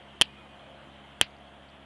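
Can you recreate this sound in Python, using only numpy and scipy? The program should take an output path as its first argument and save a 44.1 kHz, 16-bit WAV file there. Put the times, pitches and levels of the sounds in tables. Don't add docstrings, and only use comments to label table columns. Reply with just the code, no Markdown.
import sys
import numpy as np
from scipy import signal
from scipy.io import wavfile
from scipy.ndimage import uniform_filter1d

SR = 44100
rng = np.random.default_rng(int(sys.argv[2]) if len(sys.argv) > 2 else 0)


def field_ratio(decibels):
    return 10 ** (np.asarray(decibels, dtype=float) / 20)


def materialize(psi):
    bounded = np.clip(np.atleast_2d(psi).T, -1, 1)
    quanta = np.round(bounded * 32767).astype(np.int16)
    wavfile.write(sys.argv[1], SR, quanta)


N = 81585

# t/s, peak level/dB, shock length/ms, side ring level/dB
POPS = [
    (0.213009, 1.09, .049, -1.6),
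    (0.219137, -2.64, .049, .91),
    (1.212676, 2.52, .121, -.59),
]
# high ring level/dB, echo level/dB, echo tilt away from the cavity/(dB per octave)
POP_SPACE = [(-15, -23.5, -7.5), (-13.5, -23.5, -10.5), (-16, -22, 2.5)]
# f/Hz, level/dB, time to fall 60 dB/s
CAVITY = [(3161, 5.6, .00675)]
# f/Hz, level/dB, time to fall 60 dB/s
SIDE_RINGS = [(1843, -6.8, .004), (2621, -3.8, .006), (3017, -3.1, .0077), (3784, -15.5, .0102),
              (4469, -9, .0052), (5726, -13.1, .0084)]
# f/Hz, level/dB, time to fall 60 dB/s
HIGH_RINGS = [(2770, -22, .03), (4420, -27, 0.0047), (6900, -21.5, .012), (9300, -32.5, .01)]
# f/Hz, level/dB
ECHO_COLOUR = [(100, -22), (1200, -14), (2000, -3), (2700, 0), (4800, -7), (5500, -17), (7200, -16),
               (7900, -38)]
# f/Hz, time to fall 60 dB/s
ECHO_T60 = [(200, .08), (1500, .1), (2600, .13), (5000, 0.096), (7000, 0.053), (9000, .05)]
# t/s, level/dB, f/Hz
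TICKS = [(.256, -46.5, 4600), (.307, -61, 5500), (.597, -57.5, 4000), (1.3065, -53, 4570),
         (1.366, -51, 4460), (1.386, -63, 6200), (1.405, -63, 9790), (1.482, -52, 4240), (1.597, -45, 3140),
         (1.689, -50, 4380), (1.7, -52.5, 4600), (1.713, -64, 7100)]
# f/Hz, level/dB, time to fall 60 dB/s
GRATING = [(2466, -60, 2.2), (2474.3, -60.5, 2.2), (4716, -83, 1.6), (4720.5, -83, 1.6)]
# multiple of the turning rate, level/dB
FIRING = [(2, -63), (4, -65), (6, -62), (8, -69), (10, -71)]
PANEL = [14.5, 15.5, 16.5, 17.5, 18.5, 19.5, 20.5, 21.5]
PANEL_DB = [-78, -66.5, -67, -69.5, -67, -67, -63.5, -83.5]
# t/s, tone level/dB, rattle level/dB
BOOM = [(0, -1, -68.5), (.25, -10, -71), (.45, -3.5, -65.5), (.7, 0, -59), (.9, -3, -67), (1.1, -6, -66.5),
        (1.4, -0.5, -62.5), (1.6, 1, -73), (1.85, -3.5, -73)]
# t/s, f/Hz
BOOM_HZ = [(0, 620), (.9, 650), (1.4, 720), (1.85, 660)]
# f/Hz, level/(dB per Hz)
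WASH_LOW = [(12, -30.5), (20, -18.5), (59, -3.5), (157, -3.5), (206, -1.5), (462, -5), (680, -7.5),
            (778, -2.5), (2000, -9), (2600, -44), (4400, -120)]
# f/Hz, level/(dB per Hz)
WASH_HIGH = [(1180, -33), (2000, -1.5), (2610, -4), (3150, 2.5), (4140, -15.5), (5040, -24.5), (10100, -26),
             (11200, -32), (13000, -59)]
# t/s, level/dB
DRIFT = [(0, 1), (.3, 1.5), (.6, 1.5), (1.1, 1.5), (1.4, 0), (1.85, 0)]

ECHO_PATCHY_DB = 4
TICK_T60_S, TICK_RISE_PER_S = .008, 6.0
GRATING_S = .283
ENGINE_HZ, WAVER = 34.65, .0018
BOOM_WIDTH_HZ = 200
LOW_DB, HIGH_DB = -56.5, -60
WASH_SPLIT_HZ, RUMBLE_CUT_HZ = 2000, 45
TOP, BOTTOM = .629, .652
FOLD, FOLD_TOP = 13.9, .02
EDGE_HZ, TOP_HZ = 11300, 16800
CEILING, MAKE_UP = .69, 1.06


def evened(x):
    return x / np.sqrt(np.mean(x ** 2) + 1e-20)


def read(points, hz):
    f, value = np.transpose(points)
    return np.interp(np.log(hz + 1), np.log(f + 1), value)


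def curve(points, t, column=1):
    rows = np.array(points)
    return np.interp(t, rows[:, 0], rows[:, column])


def add(mix, s, sound):
    part = mix[round(s * SR):][:len(sound)]
    part += sound[:len(part)]


def slow(t, top_hz):
    wander = 0
    for f in np.geomspace(.5, top_hz, num=20):
        wander = wander + np.sin(2 * np.pi * (f * t + rng.random())) / np.sqrt(f)
    return evened(wander)


def rings(modes, t):
    return sum(field_ratio(db - 60 * t / t60) * np.sin(2 * np.pi * hz * t) for hz, db, t60 in modes)


def echoes(tilt_db, t):
    hz, frame_t, z = signal.stft(rng.standard_normal(len(t)), SR, nperseg=128)
    octaves_away = abs(np.log2((hz + 1) / CAVITY[0][0]))
    colour_db = read(ECHO_COLOUR, hz) + tilt_db * octaves_away
    patches = evened(uniform_filter1d(rng.standard_normal(z.shape), size=3, axis=0))
    decay_db = -60 * frame_t / read(ECHO_T60, hz)[:, None]
    z = z * field_ratio(colour_db[:, None] + ECHO_PATCHY_DB * patches + decay_db)
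    fade_in = np.clip((t - .003) / .002, 0, 1)
    return signal.istft(z, SR, nperseg=128)[1][:len(t)] * fade_in


def pop(start, peak_db, length_ms, side_db, high_db, echo_db, tilt_db):
    t = np.arange(8192) / SR
    between_samples = (start * SR % 1) / SR
    u = np.maximum(t[:400] - between_samples, 0) / (length_ms / 1000)
    shock = u * (1 - u / 2) * np.exp(-u)
    hollow = rings(CAVITY, t) - field_ratio(side_db) * rings(SIDE_RINGS, t)
    ring = signal.fftconvolve(shock, hollow)[:8192]
    high_fade_in = np.clip((t - .0012) / .003, 0, 1)
    ring = ring / abs(ring).max() + field_ratio(high_db) * rings(HIGH_RINGS, t) * high_fade_in
    return int(start * SR) / SR, field_ratio(peak_db) * ring + field_ratio(echo_db + .5) * echoes(tilt_db, t)


def grating():
    return rings(GRATING, np.arange(SR) / SR)


def ticks():
    out, t = np.zeros(N), np.arange(800) / SR
    onset = np.minimum(t / .00066, 1)
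    for s, db, hz in TICKS:
        ring = np.sin(2 * np.pi * hz * t * (1 + TICK_RISE_PER_S * t))
        add(out, s, field_ratio(db - 60 * t / TICK_T60_S) * onset * ring)
    return out


def engine():
    t = np.arange(N) / SR
    turn = 2 * np.pi * np.cumsum(ENGINE_HZ * (1 + WAVER * slow(t, 2.9))) / SR

    def tone(multiple, db, sway_db):
        level = np.sqrt(2) * field_ratio(db + sway_db * slow(t, 12))
        return level * np.sin(multiple * turn + 2 * np.pi * rng.random())

    hum = sum(tone(k, db, .67) for k, db in FIRING)
    panel = sum(tone(k, db, 2.5) for k, db in zip(PANEL, PANEL_DB)) * field_ratio(curve(BOOM, t))
    r = np.exp(-np.pi * BOOM_WIDTH_HZ / SR)
    noise = rng.standard_normal(N) + 1j * rng.standard_normal(N)
    rough = signal.lfilter([1], [1, -2 * r, r * r], noise)
    pitch = np.exp(2j * np.pi * np.cumsum(curve(BOOM_HZ, t)) / SR)
    rattle = evened((rough * pitch).real)
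    return hum + panel + rattle * field_ratio(curve(BOOM, t, column=2))


def wash(colour, level_db, inside, patchy_db):
    frames, hz = N // 256 + 5, np.fft.rfftfreq(1024, 1 / SR)
    a, b, patches = rng.standard_normal((frames, 513, 3)).T
    patches = uniform_filter1d(patches, size=10, axis=0)
    patches = evened(uniform_filter1d(patches, size=10, axis=1))
    level = field_ratio(read(colour, hz)[:, None] + patchy_db * patches)
    z = (a + 1j * b) * level * inside(hz)[:, None]
    return field_ratio(level_db) * evened(signal.istft(z, nperseg=1024, noverlap=768)[1][:N])


def outdoors():
    def low_part(hz):
        return (hz < WASH_SPLIT_HZ) / (1 + (RUMBLE_CUT_HZ / (hz + 1)) ** 2)

    def high_part(hz):
        return hz >= WASH_SPLIT_HZ

    bed = wash(WASH_LOW, LOW_DB, low_part, 1.0) + wash(WASH_HIGH, HIGH_DB, high_part, 1.6)
    return bed * field_ratio(curve(DRIFT, np.arange(N) / SR))


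def scene():
    mix = outdoors() + engine() + ticks()
    add(mix, GRATING_S, grating())
    for row, space in zip(POPS, POP_SPACE):
        add(mix, *pop(*row, *space))
    return mix[None]


def roll_off(x):
    return signal.sosfilt(signal.butter(12, 17250, fs=SR, output="sos"), x)


def record(dry):
    folded = np.minimum(-BOTTOM + FOLD * (-BOTTOM - dry), FOLD_TOP)
    overloaded = np.where(dry < -BOTTOM, folded, np.minimum(dry, TOP))
    half_rate = overloaded * (1 - np.arange(N) % 2)
    smoother = 2 * signal.firwin(41, EDGE_HZ, window=("kaiser", 5), fs=SR)
    smooth = signal.oaconvolve(half_rate, smoother[None], "same")
    capped = np.minimum(MAKE_UP * smooth, CEILING)
    finished = signal.oaconvolve(capped, signal.firwin(101, TOP_HZ, fs=SR)[None], "same")
    return roll_off(finished)


dry = scene()
out = record(dry)
materialize(out)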